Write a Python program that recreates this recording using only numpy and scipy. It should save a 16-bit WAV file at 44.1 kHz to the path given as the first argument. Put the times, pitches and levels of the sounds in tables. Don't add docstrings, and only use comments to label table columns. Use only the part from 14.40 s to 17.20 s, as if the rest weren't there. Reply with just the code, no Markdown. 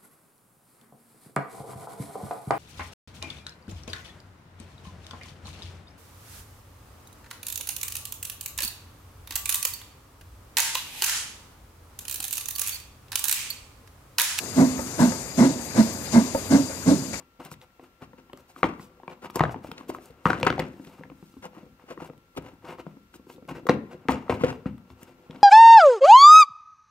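import sys
import numpy as np
from scipy import signal
from scipy.io import wavfile

SR = 44100
rng = np.random.default_rng(int(sys.argv[2]) if len(sys.argv) > 2 else 0)


def invert_db(level):
    return 10 ** (np.asarray(level, dtype=float) / 20)


def to_wav(s):
    ch = np.atleast_2d(s).T
    pcm = np.round(np.clip(ch, -1, 1) * 32767)
    wavfile.write(sys.argv[1], SR, pcm.astype(np.int16))


N = 123479
TIME_S = np.arange(N) / SR
MIRROR = np.array([[1], [-1]])


def rms_one(x):
    return x / np.sqrt(np.mean(x ** 2) + 1e-20)


def at_hz(points, hz):
    table_hz, value = np.array(points).T
    return np.interp(np.log(hz), np.log(table_hz), value)


def drift(rate):
    r = np.exp(-80 * np.pi * rate / SR)
    slow = signal.lfilter([1], [1, -2 * r, r * r], rng.standard_normal(N // 40 + 2002))
    slow = slow[2000:]
    return np.interp(np.arange(N) / 40, np.arange(len(slow)), rms_one(slow))


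def spin(pitch_hz):
    return np.exp(2j * np.pi * np.cumsum(pitch_hz) / SR)


def resonance(x, hz, width_hz):
    r = np.exp(-np.pi * width_hz / SR)
    top = np.array([1, 0, -1]) * (1 - r * r) / 2
    return signal.lfilter(top, [1, -2 * r * np.cos(2 * np.pi * hz / SR), r * r], x)


# frequency in Hz, likeness from 0 to 1.
PORT_LIKENESS = [(60, 0.82), (250, 1), (600, 0.98), (1200, 0.96), (2400, 0.14), (4500, .3), (9000, 0)]


def pair(hz, white):
    alike = np.clip(at_hz(PORT_LIKENESS, hz), 0, 1)
    middle, side = np.sqrt(1 + alike) * white[0], np.sqrt(1 - alike) * white[1]
    return (middle + side * MIRROR) / np.sqrt(2)


def banded(spectrum, patchy_db):
    edges = 28 * 2 ** np.arange(0, 9.6, .5)
    centres = np.sqrt(edges[1:] * edges[:-1])
    white = rng.standard_normal((2, 2, N))
    together = drift(1.3)
    bands = []
    for k, hz in enumerate(centres):
        band_pass = signal.butter(2, [edges[k], edges[k + 1]], "band", fs=SR, output="sos")
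        band = signal.sosfilt(band_pass, white[k % 2])
        flicker_db = patchy_db * (0.58 * together + drift(18))
        bands.append(invert_db(at_hz(spectrum, hz) + flicker_db) * pair(hz, band))
    return centres, np.array(bands) / np.sqrt(np.mean(sum(bands) ** 2))


def swell(start, attack, hold, release):
    t = TIME_S - start
    rise = np.sin(np.pi / 2 * np.clip(t / attack, 0, 1)) ** 2
    return rise * np.exp(-np.maximum(t - attack - hold, 0) / release)


# start in seconds, length in seconds, echo level in dB, roar level in dB,
# brightness in dB per octave.
EXHAUST_BEATS = [
    (0.175, 0.074, -12, -25, -0.86),
    (0.593, 0.075, -20.5, -24, .3),
    (0.988, 0.087, -22, -23.5, -0.85),
    (1.358, 0.081, -24, -27, 0.2),
    (1.737, 0.068, -20, -25, -0.1),
    (2.109, 0.098, -22, -28, -1.4),
    (2.469, 0.096, -20, -27, -1.5),
]


def beats(levels_db, wood_db):
    attack_s, hold_share, release_s, wood_t60_s = .042, 0.29, .022, 0.84
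    total = 0
    for (start, length, *_), db in zip(EXHAUST_BEATS, levels_db):
        direct = swell(start - attack_s / 2, attack_s, hold_share * length, release_s)
        echo = invert_db(wood_db) * swell(start, length, 0, wood_t60_s / np.log(1000))
        total = total + invert_db(db) * (direct + echo)
    return total


# start in seconds, peak level in dB, length in seconds.
STEAM_LUMPS = [(0.183, -34, 0.013), (0.21, -6, 0.044), (0.236, -23, 0.03), (0.592, -27, 0.022),
               (0.612, -3, 0.027), (0.67, -12.5, 0.016), (0.973, -16.5, 0.063), (0.989, -8.5, 0.04),
               (1.027, -10, 0.014), (1.044, -10, 0.03), (1.096, -18, 0.01), (1.373, -24, 0.013),
               (1.381, -4.5, 0.02), (1.428, -20.5, 0.03), (1.746, -11, 0.039), (1.77, -7.5, 0.014),
               (1.81, -14.5, 0.011), (1.83, -31, 0.03), (2.102, -13.5, 0.011), (2.127, -5, 0.034),
               (2.162, -18.5, 0.044), (2.187, -15.5, 0.016), (2.469, -10.5, 0.023), (2.495, -12.5, 0.017),
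               (2.507, -12, 0.033), (2.532, -21, 0.021)]
# time in seconds, pitch in Hz.
CHIMNEY_PITCH = [
    (.23, 256.1),
    (.64, 258.6),
    (1.041, 256),
    (1.411, 231.4),
    (1.79, 245),
    (2.152, 266),
    (2.52, 263.5),
]


def chimney_note():
    wander_hz, wander_rate, flutter_db, note_db = 20, 13.89, 3, -6.5
    side_width_hz, side_share, ring_width_hz, ring_even = 37, .05, 11.7, .8
    rise_s, fall_s, wood_db = 0.011, .012, -10
    pitch = np.interp(TIME_S, *np.transpose(CHIMNEY_PITCH))
    note = spin(pitch + wander_hz * drift(wander_rate)).imag * invert_db(flutter_db * drift(17.5))
    side = drift(side_width_hz) + 1j * drift(side_width_hz)
    side = rms_one((side * spin(pitch)).real)
    ring = drift(ring_width_hz) + 1j * drift(ring_width_hz)
    ring = ring / (np.abs(ring) + 0.043) ** ring_even
    ring = rms_one((ring * spin(pitch)).real)
    power = 0
    for start, db, length in STEAM_LUMPS:
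        power = power + (invert_db(db) * swell(start, rise_s, max(length - rise_s, 0), fall_s)) ** 2
    driven = (rms_one(note) + side_share * side * MIRROR) * invert_db(note_db) * np.sqrt(power)
    echo_db = [beat[2] + wood_db / 2 for beat in EXHAUST_BEATS]
    return driven + ring * beats(echo_db, wood_db)


ROAR_WOOD_DB = -15
# frequency in Hz, width in Hz, level in dB.
PIPE_RESONANCES = [(169.7, 87, 2), (307, 88, -4), (533, 67, -4.9), (652, 60, -5), (932, 145, -5.5),
                   (1110, 105, -14), (1550, 160, -11.5), (2073, 117, -13)]


def pipe_roar(roar_db, tilt_db):
    pipe_db, scatter_db = 1, 1.2
    out = 0
    for hz, width_hz, db in PIPE_RESONANCES:
        noise = rng.standard_normal((2, N))
        for _ in range(2):
            noise = resonance(noise, hz, 1.78 * width_hz)
        scatter = scatter_db * rng.standard_normal(len(EXHAUST_BEATS))
        level_db = roar_db + pipe_db + db + tilt_db * np.log2(hz / 700) + scatter
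        out = out + rms_one(pair(hz, noise)) * beats(level_db, ROAR_WOOD_DB)
    return out


# start in seconds, rise in seconds, hold in seconds, level in dB.
STEAM_JETS = [
    (0.143, 0.034, 0.038, -32.5),
    (0.571, 0.044, 0.025, -30),
    (0.952, 0.055, 0.028, -30),
    (1.335, 0.055, 0.019, -33),
    (1.704, 0.032, 0.047, -32),
    (2.093, 0.029, 0.036, -32),
    (2.448, 0.045, 0.011, -30),
]


def jet_swells():
    fast_share, fast_s, slow_s = 0.18, 0.075, 0.084
    total = 0
    for start, rise, hold, db in STEAM_JETS:
        fast = fast_share * swell(start, rise, 0, fast_s)
        total = total + invert_db(db) * (fast + swell(start, rise, hold, slow_s))
    return total


# frequency in Hz, level in dB per Hz.
BLAST_COLOUR = [(35, -30), (100, -18.5), (200, -14.5), (600, -33.5), (1500, -8.5), (3000, -19.5),
                (7000, -21), (13000, -35.5)]


def exhaust():
    blast_db, split_hz, ragged_db, ragged_rate = -8, 2500, 1, 16.4
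    roar_db, tilt_db = np.array(EXHAUST_BEATS)[:, 3:].T
    ragged = invert_db(ragged_db * drift(ragged_rate))
    centres, bands = banded(BLAST_COLOUR, patchy_db=1.03)
    low_roar = bands[centres < split_hz].sum(axis=0) * beats(roar_db + blast_db, ROAR_WOOD_DB)
    hiss = rms_one(bands[centres > split_hz].sum(axis=0)) * jet_swells()
    return (pipe_roar(roar_db, tilt_db) + low_roar) * ragged + hiss * ragged ** 0.67


# frequency in Hz, level in dB per Hz.
VALVE_COLOUR = [(400, -5.5), (1200, -2), (3000, -6), (7000, -6.5), (11000, -24)]


def valve():
    start_s, hold_s, puff_db, ring_hz, ring_db = 2.726, 0.014, -31.5, 2270, -36
    puff = banded(VALVE_COLOUR, patchy_db=1.5)[1].sum(axis=0) * swell(start_s, 0.0087, hold_s, 0.027)
    ring = rms_one(resonance(rng.standard_normal(N), ring_hz, 58.5)) * swell(start_s, 0.0054, .012, 0.0049)
    return invert_db(puff_db) * puff + invert_db(ring_db) * ring


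# time in seconds, peak level in dB, brightness in dB per octave.
ROD_KNOCKS = [
    (.392, -22.5, 4),
    (.721, -28, 10),
    (1.949, -16, -1.5),
    (2.299, -29.5, -9),
]
# delay in seconds, loss in dB.
KNOCK_BOUNCES = [
    (0, 0),
    (.0035, 3),
    (.012, 9),
    (.027, 13),
]
# frequency in Hz, level in dB, decay by 60 dB in seconds.
ROD_MODES = [(300, -12, .06), (545, -3, .09), (625, -3, .06), (900, -4, .055), (1270, -6, .05),
             (1600, -12, .025), (1900, -14, .02)]


def rods():
    out = np.zeros(N)
    for start, db, tilt_db in ROD_KNOCKS:
        luck_db = 2.0 * rng.standard_normal(len(ROD_MODES))
        for lag, loss_db in KNOCK_BOUNCES:
            age = np.maximum(TIME_S - start - lag, 0)
            for (hz, mode_db, t60), chance_db in zip(ROD_MODES, luck_db):
                level_db = db - 2.9 - loss_db + mode_db + tilt_db * np.log2(hz / 700) + chance_db
                out += invert_db(level_db - 60 * age / t60) * np.sin(2 * np.pi * hz * age)
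    return out


# frequency in Hz, width in Hz, level in dB, right-port gain in dB.
STEAM_LEAKS = [(4760, 75, -46, 5), (6630, 39, -51, -40), (7030, 460, -46.5, -23), (6350, 15, -52.5, -43),
               (4110, 250, -61, 12)]
# time in seconds, pitch in Hz.
WHISTLE_COURSE = [(0.0, 4830), (0.27, 4839), (0.29, 4620), (0.68, 4885), (0.79, 4706), (1.0, 4920),
                  (1.04, 4660), (1.48, 4880), (1.52, 4690), (1.64, 4820), (2.1, 4735), (2.61, 4800),
                  (2.75, 4760), (2.8, 4500)]


def leaks():
    waver, flutter_db = .004, 1.3
    out = 0
    for k, (hz, width_hz, db, right_db) in enumerate(STEAM_LEAKS):
        pitch = np.interp(TIME_S, *np.transpose(WHISTLE_COURSE)) if k == 0 else hz
        carrier = spin(pitch * (1 + waver * drift(6.1)))
        noise = [((drift(width_hz) + 1j * drift(width_hz)) * carrier).real for _ in range(2)]
        port_gain = invert_db(np.array([[0], [right_db]]))
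        out = out + invert_db(db + flutter_db * drift(21)) * pair(hz, noise) * port_gain
    return out


# frequency in Hz, level in dB per Hz.
GROUND_COLOUR = [(30, -44), (70, -1), (250, -4.5), (900, -9.5), (2300, -12), (3300, -14), (6800, -14.5),
                 (14000, -17.5)]


def ground():
    return invert_db(-35) * banded(GROUND_COLOUR, patchy_db=2.0)[1].sum(axis=0)


def scene():
    return chimney_note() + exhaust() + valve() + rods() + leaks() + ground()


def left_port(x):
    ring = resonance(x, 7180, 2440)
    dip = .6 * resonance(x, 3200, 900)
    return signal.lfilter(*signal.butter(2, 14800, fs=SR), x + ring - dip)


def right_port(x):
    muffle_hz, muffle_top_hz, gain_db, self_noise_db = 648, 5350, 3.5, -74.5
    r, q = np.exp(-2 * np.pi * np.array([muffle_hz, muffle_top_hz]) / SR)
    muffled = signal.lfilter([0, 0, (1 - r) * (1 - q)], [1, -r - q, r * q], x)
    return invert_db(gain_db) * muffled + invert_db(self_noise_db) * rng.standard_normal(N)


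def band_limit(x):
    return signal.sosfilt(signal.butter(12, 15270, fs=SR, output="sos"), x)


def record(dry):
    dry = signal.sosfilt(signal.butter(2, 37, "high", fs=SR, output="sos"), dry)
    both = np.array([left_port(dry[0]), right_port(dry[1])])
    ceiling = 0.74
    rounded = ceiling * np.tanh(both / ceiling)
    mix = signal.sosfilt(signal.ellip(12, .1, 70, 14500, fs=SR, output="sos"), rounded)
    return band_limit(mix)


dry = scene()
out = record(dry)
to_wav(out)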